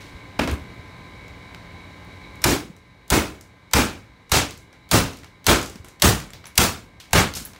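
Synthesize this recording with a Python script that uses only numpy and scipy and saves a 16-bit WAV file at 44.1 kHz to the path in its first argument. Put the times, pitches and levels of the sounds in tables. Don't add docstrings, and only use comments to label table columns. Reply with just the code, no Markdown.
import sys
import numpy as np
from scipy import signal
from scipy.fft import rfft, irfft, next_fast_len
from scipy.io import wavfile
from scipy.ndimage import uniform_filter1d

SR = 44100
rng = np.random.default_rng(int(sys.argv[2]) if len(sys.argv) > 2 else 0)


def gain_from_decibels(decibels):
    exponent = np.asarray(decibels, float) / 20
    return 10 ** exponent


def master_out(mix):
    frames = np.transpose(np.atleast_2d(mix))
    ceiling = np.clip(frames, -1, 1)
    pcm = np.round(ceiling * 32767).astype(np.int16)
    wavfile.write(sys.argv[1], SR, pcm)


N = 334754


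def unit(x):
    return x / np.sqrt(np.mean(x ** 2) + 1e-20)


def along(points, hz):
    f, v = np.transpose(points)
    return np.interp(np.log(hz + 1), np.log(f + 1), v)


def filtered(x, response):
    m = next_fast_len(len(x) + 8192)
    return irfft(rfft(x, m) * response(np.fft.rfftfreq(m, 1 / SR)), m)[:len(x)]


def modes(table):
    def response(f):
        return sum((-1) ** k * gain_from_decibels(db) * 1j * f * w / (c * c - f * f + 1j * f * w)
                   for k, (c, w, db) in enumerate(table))
    return response


def high(hz):
    return lambda f: (1j * f / (hz + 1j * f)) ** 2


def wobble(count, rate_hz):
    knots = np.arange(count) * min(rate_hz, 390) / SR
    return np.interp(knots, np.arange(3100), rng.standard_normal(3100))


def gritty(count, rate_hz, depth_db):
    return rng.standard_normal(count) * gain_from_decibels(depth_db * wobble(count, rate_hz))


def evened(x, span_s):
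    power = np.abs(uniform_filter1d(unit(x) ** 2, size=int(span_s * SR)))
    return x / np.sqrt(0.045 + 0.87 * power) / np.std(x)


def add(track, s, sound):
    part = track[max(round(s * SR), 0):][:len(sound)]
    part += sound[:len(part)]


def since(t, times):
    times = np.r_[-99, times]
    return t - times[np.searchsorted(times, t, side="right") - 1]


# (frequency [Hz], rms level [dB])
MOTOR = [(91.5, -50.5), (118.4, -55), (172.3, -52), (285.3, -55), (855.9, -63), (1023, -53.5),
         (1082, -63.5), (1534, -61.5), (1593, -57.5), (1647, -65), (1820, -61.5), (1981, -63.5),
         (2051, -55.5), (2083, -66), (2143, -59), (2196, -63.5), (2266, -58.5), (2326, -66), (2449, -74),
         (2896, -66.5), (3784, -63.5), (3876, -65.5), (3941, -70), (4301, -66)]
# (frequency [Hz], width [Hz], level [dB])
CASING = [(1040, 61, -1.5), (1710, 51, -6), (1750, 20, -13), (2225, 130, 3), (3927, 180, -1)]
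# (frequency [Hz], density [dB per Hz])
AIR = [(180, -30.5), (300, 1), (624, -1.5), (946, 0), (1030, -6), (1150, -2), (1430, -7), (1930, -6.5),
       (2210, -2.5), (2650, -11.5), (3890, -10.5), (4750, -15.5), (16000, -34)]
# (frequency [Hz], density [dB per Hz])
RUMBLE = [(15, -42), (25, -37), (43, 5), (102, 2.5), (127, 2.5), (145, -5), (177, -2), (600, -15),
          (780, -40), (1320, -120)]


def hum():
    whine_db, rumble_db = -49, -45
    duck_db, return_db_per_s = 9.5, 1
    pinch_db, pinch_s = 12.5, 0.12
    shudder_db, shudder_t60_s, shudder_rise_s = -32, 0.96, 0.05
    t = np.arange(N) / SR
    hard_s = since(t, [b[0] for b in BLOWS[1:]])
    any_s = since(t, [b[0] for b in BLOWS])
    ducked_db = np.maximum(duck_db - return_db_per_s * hard_s, 0)
    pinched_db = pinch_db * np.exp(-(hard_s / pinch_s) ** 2)
    shudder = gain_from_decibels(shudder_db - 60 * any_s / shudder_t60_s) * (1 - np.exp(-any_s / shudder_rise_s))

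    lines = np.zeros(N)
    for hz, db in MOTOR:
        level = gain_from_decibels(db - 1.0 + 1.3 * wobble(N, 9.7))
        lines += level * np.sin(2 * np.pi * hz * t + 1.1 * wobble(N, 7.8))
    air = gain_from_decibels(-50) * unit(filtered(rng.standard_normal(N), lambda f: gain_from_decibels(along(AIR, f))))
    casing = unit(filtered(rng.standard_normal(N), lambda f: modes(CASING)(f) ** 2))
    casing *= gain_from_decibels(-55 + 3.0 * wobble(N, 16))
    rumble = unit(filtered(gritty(N, 25, 0.33), lambda f: gain_from_decibels(along(RUMBLE, f))))
    whine = gain_from_decibels(whine_db + 50 - ducked_db - pinched_db) * (lines + air + casing)
    return whine + np.hypot(gain_from_decibels(rumble_db - ducked_db), shudder) * rumble


# (time [s], peak [dB], centre [Hz], knock [dB])
HANDLING = [(0.475, -16.5, 4280, 5), (0.5, -30, 5000, -8), (0.5132, -23, 11090, -25),
            (0.527, -31, 9400, -25), (0.5394, -31, 8540, -20), (1.281, -32, 5070, -5),
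            (1.5464, -31, 4520, 3), (2.0482, -44, 15000, -5), (2.2154, -44, 4640, 0),
            (2.356, -38, 8580, -5)]
# (time [s], peak [dB], centre [Hz], knock [dB])
CHIPS = [(2.7646, -40, 6360, -12), (3.41, -30.5, 6900, -13), (4.5075, -20.5, 5350, -25),
         (4.5752, -32, 7340, -17), (4.728, -42, 5700, 4), (5.1334, -28, 4650, -15), (5.17, -29, 5900, -26),
         (5.187, -33, 5180, -20), (5.233, -39, 5570, 4), (5.244, -33, 5250, -2.5), (5.6131, -15, 4940, -19),
         (5.6284, -18.5, 7600, -16), (5.66, -20, 5800, -24), (5.6975, -26.5, 7500, -19),
         (5.7565, -30, 5400, -6), (5.8456, -30.5, 8100, -10), (5.884, -31.5, 7080, -7),
         (6.2007, -25, 7140, -1.5), (6.3037, -36, 7450, -1), (6.3335, -22, 4370, -13),
         (6.4412, -42, 4640, 8.5), (6.4552, -27.5, 5860, -8), (6.467, -34.5, 11100, 0.5),
         (7, -26, 4750, -16), (7.3374, -16, 4630, -31), (7.4507, -41, 11500, -22), (7.456, -27, 11400, -9),
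         (7.5333, -34, 5560, -5), (7.5473, -45.5, 4960, 9), (7.561, -39, 4970, 4)]
# (time [s], frequency [Hz], level [dB], t60 [s])
PINGS = [(6.304, 7500, -50, .03), (6.455, 5850, -47.5, 0.13), (5.62, 1390, -38, 0.12),
         (6.468, 10800, -49, 0.14), (7.41, 7300, -54, 0.089), (7.451, 11350, -36, 0.056),
         (7.456, 11500, -48, 0.06), (7.456, 15300, -42, .1), (7.54, 9600, -84, 0.18)]
SLIDE_STARTS = [0.004, 1.5, 7.0, 7.35]
# (length [s], level [dB], centre [Hz])
SLIDES = [
    (0.11, -48.5, 3200),
    (0.13, -51, 690),
    (0.049, -43, 3000),
    (0.054, -29.5, 5500),
]


def chips():
    out, t = np.zeros(N), np.arange(9000) / SR
    for s, db, hz, knock_db in HANDLING + CHIPS:
        tick_noise, knock_noise, wall_noise = rng.standard_normal((3, len(t)))
        in_hand = s < BLOWS[1][0]
        t60_s, walls_db = (0.0089, -22.5) if in_hand else (0.013, -15.5)
        shape = gain_from_decibels(-60 * t / t60_s) * (1 - np.exp(-t / 0.00071))
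        tail = gain_from_decibels(walls_db - 60 * t / 0.29) * (1 - np.exp(-t / 0.0053))
        colour = lambda f: modes([(hz, 0.7 * hz, 0)])(f) + gain_from_decibels(-6.5) * high(8000)(f)
        tick = filtered(tick_noise * shape, colour)
        tick += filtered(wall_noise * tail, lambda f: colour(f) / (1 + 1j * f / 9000))
        knock = filtered(knock_noise * (shape + tail), lambda f: high(700)(f) / (1 + 1j * f / 2200) ** 2)
        add(out, s, gain_from_decibels(db + 2.0) * tick + gain_from_decibels(db + knock_db + 15) * knock)
    for s, hz, db, t60_s in PINGS:
        ring = unit(filtered(rng.standard_normal(len(t)), modes([(hz, 180, 0)])))
        decay = gain_from_decibels(-60 * t / t60_s) + 1.8 * gain_from_decibels(-60 * t / 0.019)
        add(out, s, gain_from_decibels(db) * decay * ring)
    for s, (length_s, db, hz) in zip(SLIDE_STARTS, SLIDES):
        skid = unit(filtered(gritty(len(t), 286, 1.7), lambda f: modes([(hz, 1.6 * hz, 0)])(f) ** 2))
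        add(out, s, gain_from_decibels(db) * skid * np.exp(-t / length_s) * (1 - np.exp(-t / 0.0016)))
    return out


# (time [s], peak [dB], frequency [Hz])
BUMPS = [(0.147, -21, 64.6), (0.393, -1, 240), (0.396, 3, 573), (0.41, -10, 543), (0.478, -1.5, 590),
         (0.501, -36, 67.3), (0.52, -7.5, 69), (0.533, -10, 72), (0.617, -18, 83.4), (0.793, -22, 85.5),
         (2.499, -24, 320), (2.53, -6, 297), (2.699, -19.5, 176), (3.164, -10, 260), (3.176, 6, 298),
         (3.791, 2.5, 270), (4.365, -15, 80.5), (5.227, -28, 88.8), (5.478, -17, 68), (5.52, -23, 342),
         (5.757, -18.5, 210), (5.8, -22.5, 76), (6.072, 2, 241), (6.628, -3.5, 246), (7.189, -37, 171),
         (7.415, -19.5, 209)]


def bumps():
    out, t = np.zeros(N), np.arange(6000) / SR
    for s, db, hz in BUMPS:
        decay = gain_from_decibels(db - 4.5 - 60 * t * hz / 6)
        add(out, s, decay * np.sin(2 * np.pi * hz * t) * (1 - np.exp(-t / 0.0017)))
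    return out


# (time [s], peak [dB], knock [dB], snap [dB], face ring [Hz])
BLOWS = [
    (0.39, -33, 25.5, -32.5, 1920),
    (2.4403, -3.5, -8.5, -5, 2820),
    (3.102, -7, -9.5, 11, 4500),
    (3.7341, -2.5, -6.5, -26, 2240),
    (4.3169, -4.5, -8.5, -25, 2640),
    (4.9128, -2.5, -8.5, -13.5, 8270),
    (5.4661, -1, -5, -11, 2040),
    (6.0204, -1, -10.5, -20.5, 4040),
    (6.5773, 2, -13.5, -24, 3070),
    (7.1314, -1.5, -3, -11, 2800),
]
# (brightness [dB per octave], hollow note [dB], hollow note [Hz], push lag [s], snap length [s])
STRUCK = [(-6.5, 3.5, 262, 0.0042, 0.0043), (5, 5, 310, 0.00073, 0.0088), (6, 3, 304, 0.0063, 0.0059),
          (3.5, 4, 265, 0, 0.0067), (2, -2, 298, -0.0044, 0.0072), (4.5, -2, 277, 0.018, 0.0045),
          (3, 0, 320, -0.0008, 0.0039), (5.5, -3, 204, 0.016, 0.0063), (5.5, 1, 238, -.0005, 0.0077),
          (3, 1, 197, -0.0093, 0.0039)]
EARLY = [-60, -25.5, -32, -31, -29, -31.5, -28.5, -31.5, -31, -33.5]


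def cracks():
    lead_s = 1000 / SR
    out, t = np.zeros(N), np.arange(2048) / SR

    def burst(length_s, rise_s):
        shape = np.exp(-(t / length_s) ** 3) * (1 - np.exp(-(t / rise_s) ** 2))
        return gritty(len(t), 250, 2.6) * shape

    for (s, db, knock_db, snap_db, ring_hz), (*_, held_s), early_db in zip(BLOWS, STRUCK, EARLY):
        def face_colour(f):
            broad = 0.96 * high(2000)(f) ** 2 / (1 + 1j * f / 7000) ** 2
            return broad + 0.29 * modes([(ring_hz, 1500, 0)])(f) ** 2

        snap = gain_from_decibels(snap_db - 11.5) * filtered(burst(0.25 * held_s, 0.00032), high(6500))
        snap += 0.33 * filtered(burst(0.00087, 0.0002), lambda f: high(5000)(f) ** 2)
        face = filtered(burst(held_s, 0.00016), face_colour)
        knock = filtered(burst(2.14 * held_s, 0.0017), lambda f: high(450)(f) ** 2 / (1 + 1j * f / 1400) ** 2)
        hit = snap + face + gain_from_decibels(knock_db + 9) * knock
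        swell = np.where(t < lead_s, gain_from_decibels(-2.5 - 710 * (lead_s - t)), 0)
        rush = filtered(swell * rng.standard_normal(len(t)),
                         lambda f: 1 / (1 + 1j * f / 3500) + 0.44 * modes([(3200, 250, 0)])(f))
        add(out, s, gain_from_decibels(db + 1.5) * hit)
        add(out, s - lead_s, gain_from_decibels(db + early_db) * (hit + rush))
    return out


# (delay [s], level [dB])
RETURNS = [(0.017, 1), (0.0321, -2.5), (0.043, -9), (0.0616, -4), (0.079, -23), (.091, -12), (0.109, -23.5),
           (0.123, -17)]


def pushes():
    push_db, grows = -12.5, 0.18
    out, t = np.zeros(N), np.arange(-700, 700) / SR
    pulse = 0.4 * np.exp(-((t + 0.002) / 0.007) ** 2) - 1.4 * np.exp(-(t / 0.0019) ** 2)
    for blow, (*_, lag_s, _) in zip(BLOWS, STRUCK):
        for (delay_s, db), (d, e) in zip(RETURNS, rng.standard_normal((len(RETURNS), 2))):
            at_s = blow[0] + delay_s + lag_s + 0.00089 * d - 700 / SR
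            add(out, at_s, gain_from_decibels(push_db + grows * blow[1] + db + 0.77 * e) * pulse)
    return out


# (time [s], level [dB])
REBOUNDS = [(0.476, -38), (0.7, -65), (2.525, -53), (3.414, -76), (5.84, -55.5), (6.332, -54), (7.36, -43),
            (7.456, -55)]


def answer(t, start_s, clatter_db, hold_s, fall_db_per_s):
    knee_s, sag_db_per_s = 0.0093, 27
    past = knee_s * np.logaddexp(0, (t - hold_s) / knee_s)
    dip_db = 5 * np.exp(-((t - 0.014) / 0.007) ** 2)
    settle_db = 2 * (1 - np.exp(-past / 0.03))
    gain = gain_from_decibels(clatter_db - dip_db - sag_db_per_s * (t - past) - fall_db_per_s * past - settle_db)
    for s, db in REBOUNDS:
        late = np.maximum(t + start_s - s, 0) * (s > start_s)
        gain = np.hypot(gain, gain_from_decibels(db - 186 * late) * (1 - np.exp(-late / 0.004)))
    return gain * np.clip((ANSWER_S - t) / 0.03, 0, 1)


ANSWER_S = 0.55
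# (clatter [dB], hold [s], fall [dB per s], shell [dB], boards [dB])
AFTER = [(-31, 0.017, 188, 8, 14.5), (-23, 0.093, 196, -0.5, 5.5), (-22.5, 0.073, 170, 4, 6.5),
         (-21, 0.073, 168.5, 3, 4), (-17, 0.064, 187, -1.5, -1.5), (-18, 0.058, 164, 0.5, 5.5),
         (-16.5, 0.053, 176, 2.5, 5), (-16, 0.061, 179, -1.5, 5), (-18, 0.07, 185, -0.5, -1.5),
         (-18.5, 0.069, 196, 3.5, 4.5)]
# (frequency [Hz], density [dB per Hz])
CLATTER = [(710, -28.5), (1200, -5), (1940, -19), (2220, 0), (3590, -1), (7090, -6), (11700, -16.5),
           (15100, -20.5), (16000, -9), (16500, -61)]
# (frequency [Hz], width [Hz], level [dB])
SHELL = [(667, 230, -22), (1330, 260, -7), (1580, 90, -20), (2140, 190, -19), (2240, 120, -24)]
# (multiple of hollow note [ratio], relative width [ratio], level [dB])
HOLLOW = [(0.601, 0.41, -13.5), (1, 0.18, 0), (1.3, 0.53, -7.5)]


def aftermath():
    shell_lingers_db_per_s, boards_linger_db_per_s = 5, 22
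    out, count = np.zeros(N), int(ANSWER_S * SR)
    t = np.arange(count) / SR
    start = lambda lag_s: np.clip(t / lag_s, 0, 1) ** 2
    for blow, after, (bright_db, hollow_db, hollow_hz, *_) in zip(BLOWS, AFTER, STRUCK):
        clatter_db, hold_s, fall_db_per_s, shell_db, boards_db = after
        level = answer(t, blow[0], clatter_db, hold_s, fall_db_per_s)

        hz, frame_s, z = signal.stft(gritty(count, 220, 0.71), SR, nperseg=256)
        octaves = np.log2(np.maximum(hz, 1000) / 3500)[:, None]
        tilt_db = octaves * (bright_db - 28 * np.clip(frame_s - 0.06, 0, 0.13))
        patches = uniform_filter1d(rng.standard_normal(z.shape), size=3, axis=0)
        patches = uniform_filter1d(patches, size=5, axis=1)
        gain = gain_from_decibels(along(CLATTER, hz)[:, None] + tilt_db + 1.86 * unit(patches))
        z = z * gain / np.sqrt(np.mean(gain ** 2, axis=0))
        clatter = unit(signal.istft(z, SR, nperseg=256)[1][:count])

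        shifts = rng.standard_normal((len(SHELL), 2))
        detuned = [(c * (1 + 0.026 * d), w, db + 2.2 * e) for (c, w, db), (d, e) in zip(SHELL, shifts)]
        panels = [(c, 0.026 * c, -8) for c in np.sort(450 * 6 ** rng.random(size=15))]

        def body(f):
            ringing = sum(np.abs(modes([m])(f)) ** 2 for m in detuned + panels)
            return np.sqrt(ringing + np.abs(0.64 * high(300)(f) / (1 + 1j * f / 1900) ** 2) ** 2)

        shell = evened(filtered(gritty(count, 140, 3), body), 0.018)
        shell *= gain_from_decibels(shell_db + shell_lingers_db_per_s * t)

        hollow = modes([(k * hollow_hz, w * hollow_hz, db) for k, w, db in HOLLOW])
        low = lambda f: 0.73 * modes([(72, 40, 0)])(f) + gain_from_decibels(hollow_db - 3.0) * hollow(f)
        boards = evened(filtered(gritty(count, 55, 1.8), low), 0.022)
        boards *= gain_from_decibels(boards_db - 2.0 + boards_linger_db_per_s * t)
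        add(out, blow[0], level * (start(0.0057) * clatter + start(0.018) * shell + start(0.02) * boards))
    return out


def scene():
    return (hum() + chips() + bumps() + cracks() + pushes() + aftermath())[None]


def roll_off(x):
    return signal.sosfilt(signal.butter(12, 17100, fs=SR, output="sos"), x)


def record(dry):
    top_hz, ceiling = 15900, 0.78
    x = filtered(dry[0], lambda f: np.abs(high(20)(f)) ** 2)
    soft = x / (1 + np.abs(x / ceiling) ** 4) ** (1 / 4)
    edge_db = lambda f: np.interp(f, [top_hz - 250, top_hz + 250, 17000], [0, -36, -60])
    mix = filtered(soft, lambda f: gain_from_decibels(edge_db(f)))[None]
    return roll_off(mix)


dry = scene()
out = record(dry)
master_out(out)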